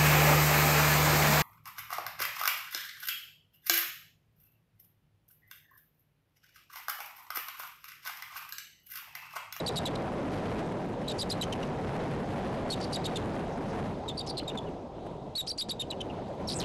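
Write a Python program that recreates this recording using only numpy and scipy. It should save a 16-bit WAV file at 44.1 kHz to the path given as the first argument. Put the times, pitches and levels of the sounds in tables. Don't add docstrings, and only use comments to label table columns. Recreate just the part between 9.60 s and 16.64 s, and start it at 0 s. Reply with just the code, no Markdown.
import sys
import numpy as np
from scipy import signal
from scipy.io import wavfile
from scipy.ndimage import uniform_filter1d

SR = 44100
rng = np.random.default_rng(int(sys.argv[2]) if len(sys.argv) > 2 else 0)


def transcribe(u):
    v = np.clip(np.atleast_2d(u).T, -1, 1)
    q = np.round(v * 32767).astype(np.int16)
    wavfile.write(sys.argv[1], SR, q)


N = 310464

BUZZ_HZ = 700
EDGE_S, RELEASE_S = 0.0018, 0.0016


def eagle(voice_db=0.5, jitter=0.00501, shimmer_db=3.5, octave_db=-13, rasp_db=-22,
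          top_register_hz=6500, second_db=-16, scrape_db=-46, broadband_db=-19, loud_db=-27):
    hz, level, rough, opening = syrinx_controls()
    level = smooth(level, EDGE_S)
    ringing = butter(level, 1 / (2 * np.pi * RELEASE_S), "low", order=1)
    level = np.maximum(level, ringing)
    level = level * from_db(voice_db + shimmer_db * drift(254))

    flutter = 0.055 * rough * sine(520 * (1 + 0.25 * drift(60)))
    wobbly_hz = hz * (1 + flutter + jitter * drift(521))
    phase = 2 * np.pi * np.cumsum(wobbly_hz) / SR

    loudness = np.minimum(level / from_db(loud_db), 1)
    noise = butter(rng.standard_normal(N), [2000, 12000], "band")
    broadband_rasp = from_db(broadband_db) * rms_one(noise)
    octave = from_db(octave_db) * np.cos(2 * phase)
    tone = np.sin(phase) + loudness * (octave + broadband_rasp)

    swell, sway = rms_one(butter(rng.standard_normal((2, N)), BUZZ_HZ, "low", order=4))
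    buzz = (swell * np.sin(phase) + sway * np.cos(phase)) / 2
    air = rms_one(butter(rng.standard_normal(N), [2600, 7500], "band", order=3))
    voice = np.sqrt(1 - rough ** 2 / 2) * tone + rough * (buzz + from_db(rasp_db) * air)

    in_top = smooth(1.0 * (hz > top_register_hz), EDGE_S)
    second = from_db(second_db) * in_top * sine(2600 * (1 + 0.057 * drift(329.4)))
    scrape = from_db(scrape_db) * smooth(opening, 0.0037) * air
    return level * (voice + second) + scrape


# [t/s, length/s, warble arches, warble f/Hz, climb over warble/Hz, closing f/Hz,
#  warble level/dB, closing level/dB, roughness/0-1]
CHIRP_ROWS = [(0.063, 0.029, 1, 4665, 96, 4010, -22, -19.5, 0),
              (0.158, 0.031, 1, 4570, -700, 3920, -22, -22, 0.3),
              (0.255, 0.030, 1, 3870, -500, 3590, -22.5, -32.5, 0.3),
              (1.477, 0.048, 2, 3900, 0.5, 3790, -32, -31, 0.4),
              (1.588, 0.043, 2, 4890, 150, 4040, -26, -25, 0.2),
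              (1.700, 0.030, 1, 5040, 300, 4186, -22.5, -20, 0.16),
              (1.812, 0.033, 1, 3940, -200, 3190, -20, -30.5, 0.12),
              (3.1, 0.043, 2, 4410, -0.5, 3870, -24.5, -25.5, 0.2),
              (3.209, 0.044, 2, 4740, 101, 4780, -39, -35, 0.67),
              (3.328, 0.04, 2, 4780, 299, 3910, -25.5, -28.5, .03),
              (3.442, 0.028, 1, 4435, 304, 3870, -33.5, -22, 0),
              (4.480, 0.037, 1, 3750, -200, 3640, -30.5, -36.5, 0.2),
              (4.573, 0.046, 2, 4660, 0, 3800, -33, -34, .3),
              (4.671, 0.041, 2, 5200, 0, 4720, -38, -32, 0.57),
              (4.77, 0.048, 2, 4250, -300, 3100, -31, -47, .7),
              (4.876, 0.042, 2, 3725, -200, 2960, -33.5, -47, .05),
              (5.752, 0.061, 1, 4390, 550, 3860, -25.5, -16, .16),
              (5.873, 0.045, 2, 5200, 1500, 4770, -28.5, -22.5, 0.31),
              (5.984, 0.044, 2, 4840, 50, 3900, -23, -25, .33),
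              (6.094, 0.028, 1, 4700, 400.5, 3924, -26, -22, 0.65),
              (6.195, 0.044, 2, 3720, -100, 3140, -25.5, -42, 0.37),
              (6.304, 0.03, 1, 3905, -400, 3020, -31, -40, 0.33)]
# [t/s, length/s, f/Hz, level/dB, roughness/0-1]
CHIP_ROWS = [(0, 0.011, 3900, -35.5, .15), (0.352, 0.009, 4047, -38.5, 0.7),
             (1.924, 0.012, 3090, -26.5, .45), (2.028, 0.01, 2850, -33, 0.15),
             (3.556, 0.018, 3616, -25.5, 0.29), (4.973, 0.019, 3530, -33.5, 0.16),
             (5.062, 0.028, 2880, -55, .2), (6.404, 0.015, 3103, -33.5, 0.77),
             (6.496, 0.017, 2834, -44.5, 0.36)]
DROOP_HZ_PER_S = 11000


def syrinx_controls(scrape_s=0.013, high_hz=4680):
    t = np.arange(N) / SR
    hz, level, rough, opening = np.zeros((4, N))
    strokes = [stroke for row in CHIRP_ROWS for stroke in chirp(*row)]
    strokes += [arch(*row, -DROOP_HZ_PER_S) for row in CHIP_ROWS]
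    strokes += [squeal()]
    for stroke in strokes:
        s, *controls = np.transpose(stroke)
        span = slice(*np.searchsorted(t, [s[0], s[-1]]))
        hz[span], db, rough[span] = (np.interp(t[span], s, c) for c in controls)
        level[span] = from_db(db)
    for start, _, _, warble_hz, *_ in CHIRP_ROWS:
        if warble_hz > high_hz:
            scrape_span = np.searchsorted(t, [start - scrape_s / 2, start + scrape_s / 2])
            opening[slice(*scrape_span)] = 1
    sounding = np.flatnonzero(hz)
    hz = np.interp(np.arange(N), sounding, hz[sounding])
    return smooth(hz, 0.0006), level, smooth(np.clip(rough, 0, 1), 0.0009), opening


CLOSING_STRETCH = 1.24
CLOSING_ROUGH_SHARE = 0.37
FLICK_ABOVE_HZ = 4830
FLICK_S, FLICK_FROM_HZ, FLICK_DB = 0.007, 7900, -23
DIP_HZ = 520
QUICK_ARCH_S = 0.015


def chirp(start, length, arches, warble_hz, climb_hz, closing_hz, warble_db, closing_db, roughness):
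    count = int(round(arches))
    arch_s = length / (count + CLOSING_STRETCH)
    warble_s = count * arch_s
    if warble_hz > FLICK_ABOVE_HZ:
        flick_db = warble_db + FLICK_DB
        yield [(start - FLICK_S, FLICK_FROM_HZ, flick_db, roughness),
               (start, warble_hz, flick_db, roughness)]
    for k in range(count):
        top_hz = warble_hz + climb_hz * ((k + 0.5) / count - 0.5)
        yield arch(start + k * arch_s, arch_s, top_hz, warble_db, roughness, climb_hz / warble_s)
    dip_hz = DIP_HZ * min(QUICK_ARCH_S / arch_s, 1) ** 2
    yield arch(start + warble_s, length - warble_s, closing_hz, closing_db,
               CLOSING_ROUGH_SHARE * roughness, -DROOP_HZ_PER_S, dip_hz)


SAG_HZ, SAG_GROWTH, SAG_ABOVE_HZ = 130, 0.66, 3800
ARCH_SQUARENESS = 3.4
JOINT_LEVEL, JOINT_ROUGH = 0.34, 0.52
DIP_S = 0.0035


def arch(start, length, top_hz, peak_db, roughness, climb_hz_per_s, dip_hz=0):
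    along = np.linspace(-1, 1, num=21)
    elapsed = length * (along + 1) / 2
    sag_hz = SAG_HZ + SAG_GROWTH * max(top_hz - SAG_ABOVE_HZ, 0)
    hz = top_hz - sag_hz * np.abs(along) ** ARCH_SQUARENESS
    hz = hz + climb_hz_per_s * (elapsed - length / 2)
    hz = hz - dip_hz * np.exp(-elapsed / DIP_S)
    swell = np.interp(np.cos(np.pi * along / 2), [0, 1], [JOINT_LEVEL, 1])
    db = peak_db + 20 * np.log10(swell)
    return np.column_stack([start + elapsed, hz, db, roughness + JOINT_ROUGH * along ** 4])


# [t/s, f/Hz, level/dB, roughness/0-1, clipped at 1 in the voice]
SQUEAL_PATH = [(6.874, 5450, -32, 0), (6.883, 5450, -36, 0.1), (6.89, 4500, -30.5, 0.7),
               (6.942, 4550, -31.5, .7), (6.944, 8600, -49, 0.1), (6.964, 7500, -31, 0.06),
               (6.982, 8700, -40.5, 0.17), (7.003, 4600, -27.5, 0.7), (7.039, 2800, -43, 1.06)]
TRILL_HZ = 69
TRILL_DEPTH = 0.23


def squeal():
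    s, *controls = np.transpose(SQUEAL_PATH)
    t = np.arange(s[0], s[-1], 1 / SR)
    hz, db, rough = (np.interp(t, s, c) for c in controls)
    trill = TRILL_DEPTH * rough * np.cos(2 * np.pi * TRILL_HZ * (t - s[0]))
    return np.column_stack([t, hz * (1 - trill), db, rough])


# [delay/s, level/dB]
LIMB_ECHOES = [(0.018, -20), (0.055, -24)]
# [t/s, level/dB]
BEAK_TURN = [(0, -5), (1.8, -24), (3.1, -1), (4.5, -1), (5.1, 3), (5.7, -17), (7.04, -10)]


def woodland(call, nest_db=-17, nest_t60=0.09, trees_db=-29, trees_t60=0.7, dull_hz=5000):
    t = np.arange(N) / SR
    turn_db = np.interp(t, *np.transpose(BEAK_TURN))
    outward = butter(call, dull_hz, "low") * from_db(turn_db)
    nest = from_db(nest_db) * scatter(call, nest_t60)
    echoes = sum(from_db(db) * np.interp(t - delay, t, outward, left=0) for delay, db in LIMB_ECHOES)
    wash = from_db(trees_db) * scatter(outward, trees_t60)
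    return nest + echoes + wash


def scatter(x, t60):
    t = np.arange(SR // 2) / SR
    tail = rng.standard_normal(len(t)) * np.exp(-np.log(1000) * t / t60)
    return signal.fftconvolve(x, tail / np.linalg.norm(tail))[:N]


# [t/s, level/dB]
GUST_STRENGTH = [(0, -28), (0.25, -28), (0.6, -29), (0.92, -27.5), (1.3, -32.5), (1.55, -30), (2.05, -30),
                 (2.48, -27), (2.7, -30.3), (2.9, -26.7), (3.1, -29.5), (3.3, -29), (3.8, -29),
                 (3.95, -32.5), (4.24, -28.5), (4.38, -36), (5.1, -37.5), (5.3, -44.5), (5.47, -39),
                 (5.6, -42), (5.96, -46), (6.12, -42), (6.56, -35.5), (6.77, -38.5), (7.04, -27.5)]
# [f/Hz, level/dB per Hz]
BRANCH_SPECTRUM = [(25, -3.5), (60, -1), (120, 2.5), (250, 0), (400, 0), (650, 0.5), (850, -2.5),
                   (1100, -15), (1500, -35.5), (2200, -27.5), (3800, -27.5), (4800, -34), (7000, -38),
                   (11000, -80)]
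# [f/Hz, level/dB per Hz]
EDDY_SPECTRUM = [(25, -43), (60, -13.5), (110, -0.5), (175, 3), (260, -1), (450, -3.5), (700, -9),
                 (1100, -33.5), (2000, -25), (5000, -46.5)]
# [t/s, extra buffeting level/dB]
AIR_SHOVES = [(1.12, 6), (3.51, 2), (3.98, 8), (4.756, 2), (4.83, 15.5), (4.956, 20), (5.14, 8),
              (5.469, 13.5), (6.09, 14.5)]
FULL_GUST_DB = -29


def wind(roar_db=-32.0, roar_growth=0.78, buffet_db=-31.0, buffet_growth=1.61, lumpy_db=3.0,
         puff_s=0.0084):
    t = np.arange(N) / SR
    gust_db = np.interp(t, *np.transpose(GUST_STRENGTH)) - FULL_GUST_DB
    puff_db = sum(db * np.exp(-((t - s) / puff_s) ** 2) for s, db in AIR_SHOVES)
    shove_db = lumpy_db * drift(22.7) + puff_db
    roar_gain = from_db(roar_db + roar_growth * gust_db)
    buffet_gain = from_db(buffet_db + buffet_growth * gust_db + shove_db)
    roar = roar_gain * turbulence(BRANCH_SPECTRUM, patchy_db=2.0)
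    buffet = buffet_gain * turbulence(EDDY_SPECTRUM, patchy_db=1.06)
    return roar + buffet


def turbulence(spectrum, patchy_db):
    points, out = np.array(spectrum), 0
    edges = 20 * 2 ** (np.arange(29) / 3)
    white = rng.standard_normal((2, N))
    for k, (low, high) in enumerate(zip(edges, edges[1:])):
        level_db = np.interp(np.log(low * high) / 2, np.log(points[:, 0]), points[:, 1])
        band = butter(white[k % 2], [low, high], "band")
        out = out + from_db(level_db + patchy_db * drift(8.8)) * band
    return rms_one(out)


def drift(rate):
    r = np.exp(-16 * np.pi * rate / SR)
    noise = rng.standard_normal(N // 8 + 4002)
    slow = signal.lfilter([1], [1, -2 * r, r * r], noise)[4000:]
    return np.interp(np.arange(N) / 8, np.arange(len(slow)), rms_one(slow))


def from_db(db):
    return 10 ** (np.asarray(db) / 20)


def rms_one(x):
    return x / np.sqrt(np.mean(x ** 2) + 1e-20)


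def butter(x, hz, kind, order=2):
    return signal.sosfilt(signal.butter(order, hz, kind, fs=SR, output="sos"), x)


def smooth(x, seconds):
    width = max(int(seconds * SR), 1)
    return uniform_filter1d(uniform_filter1d(x, width), width)


def sine(hz):
    return np.sin(2 * np.pi * np.cumsum(hz) / SR)


def scene():
    call = eagle()
    return (call + woodland(call) + wind())[None]


OVERLOAD_DB, OVERLOAD_KNEE = -31.3, 13
CUTOFF_HZ = 11950


def record(dry, bias=0.013, coupling_hz=9, hiss_db=-80, droop_hz=12500):
    top = from_db(OVERLOAD_DB)
    drive = signal.resample_poly(dry, 3, 1, axis=-1) / top + bias
    clipped = drive / (1 + np.abs(drive) ** OVERLOAD_KNEE) ** (1 / OVERLOAD_KNEE)
    flat = top * (clipped - bias)
    out = signal.resample_poly(flat, 1, 3, axis=-1)
    out = butter(out, coupling_hz, "high", order=1)
    out = out + from_db(hiss_db) * rng.standard_normal(N)
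    out = butter(out, droop_hz, "low")
    return signal.sosfilt(signal.ellip(10, 0.2, 70, CUTOFF_HZ, fs=SR, output="sos"), out)


dry = scene()
out = record(dry)
transcribe(out)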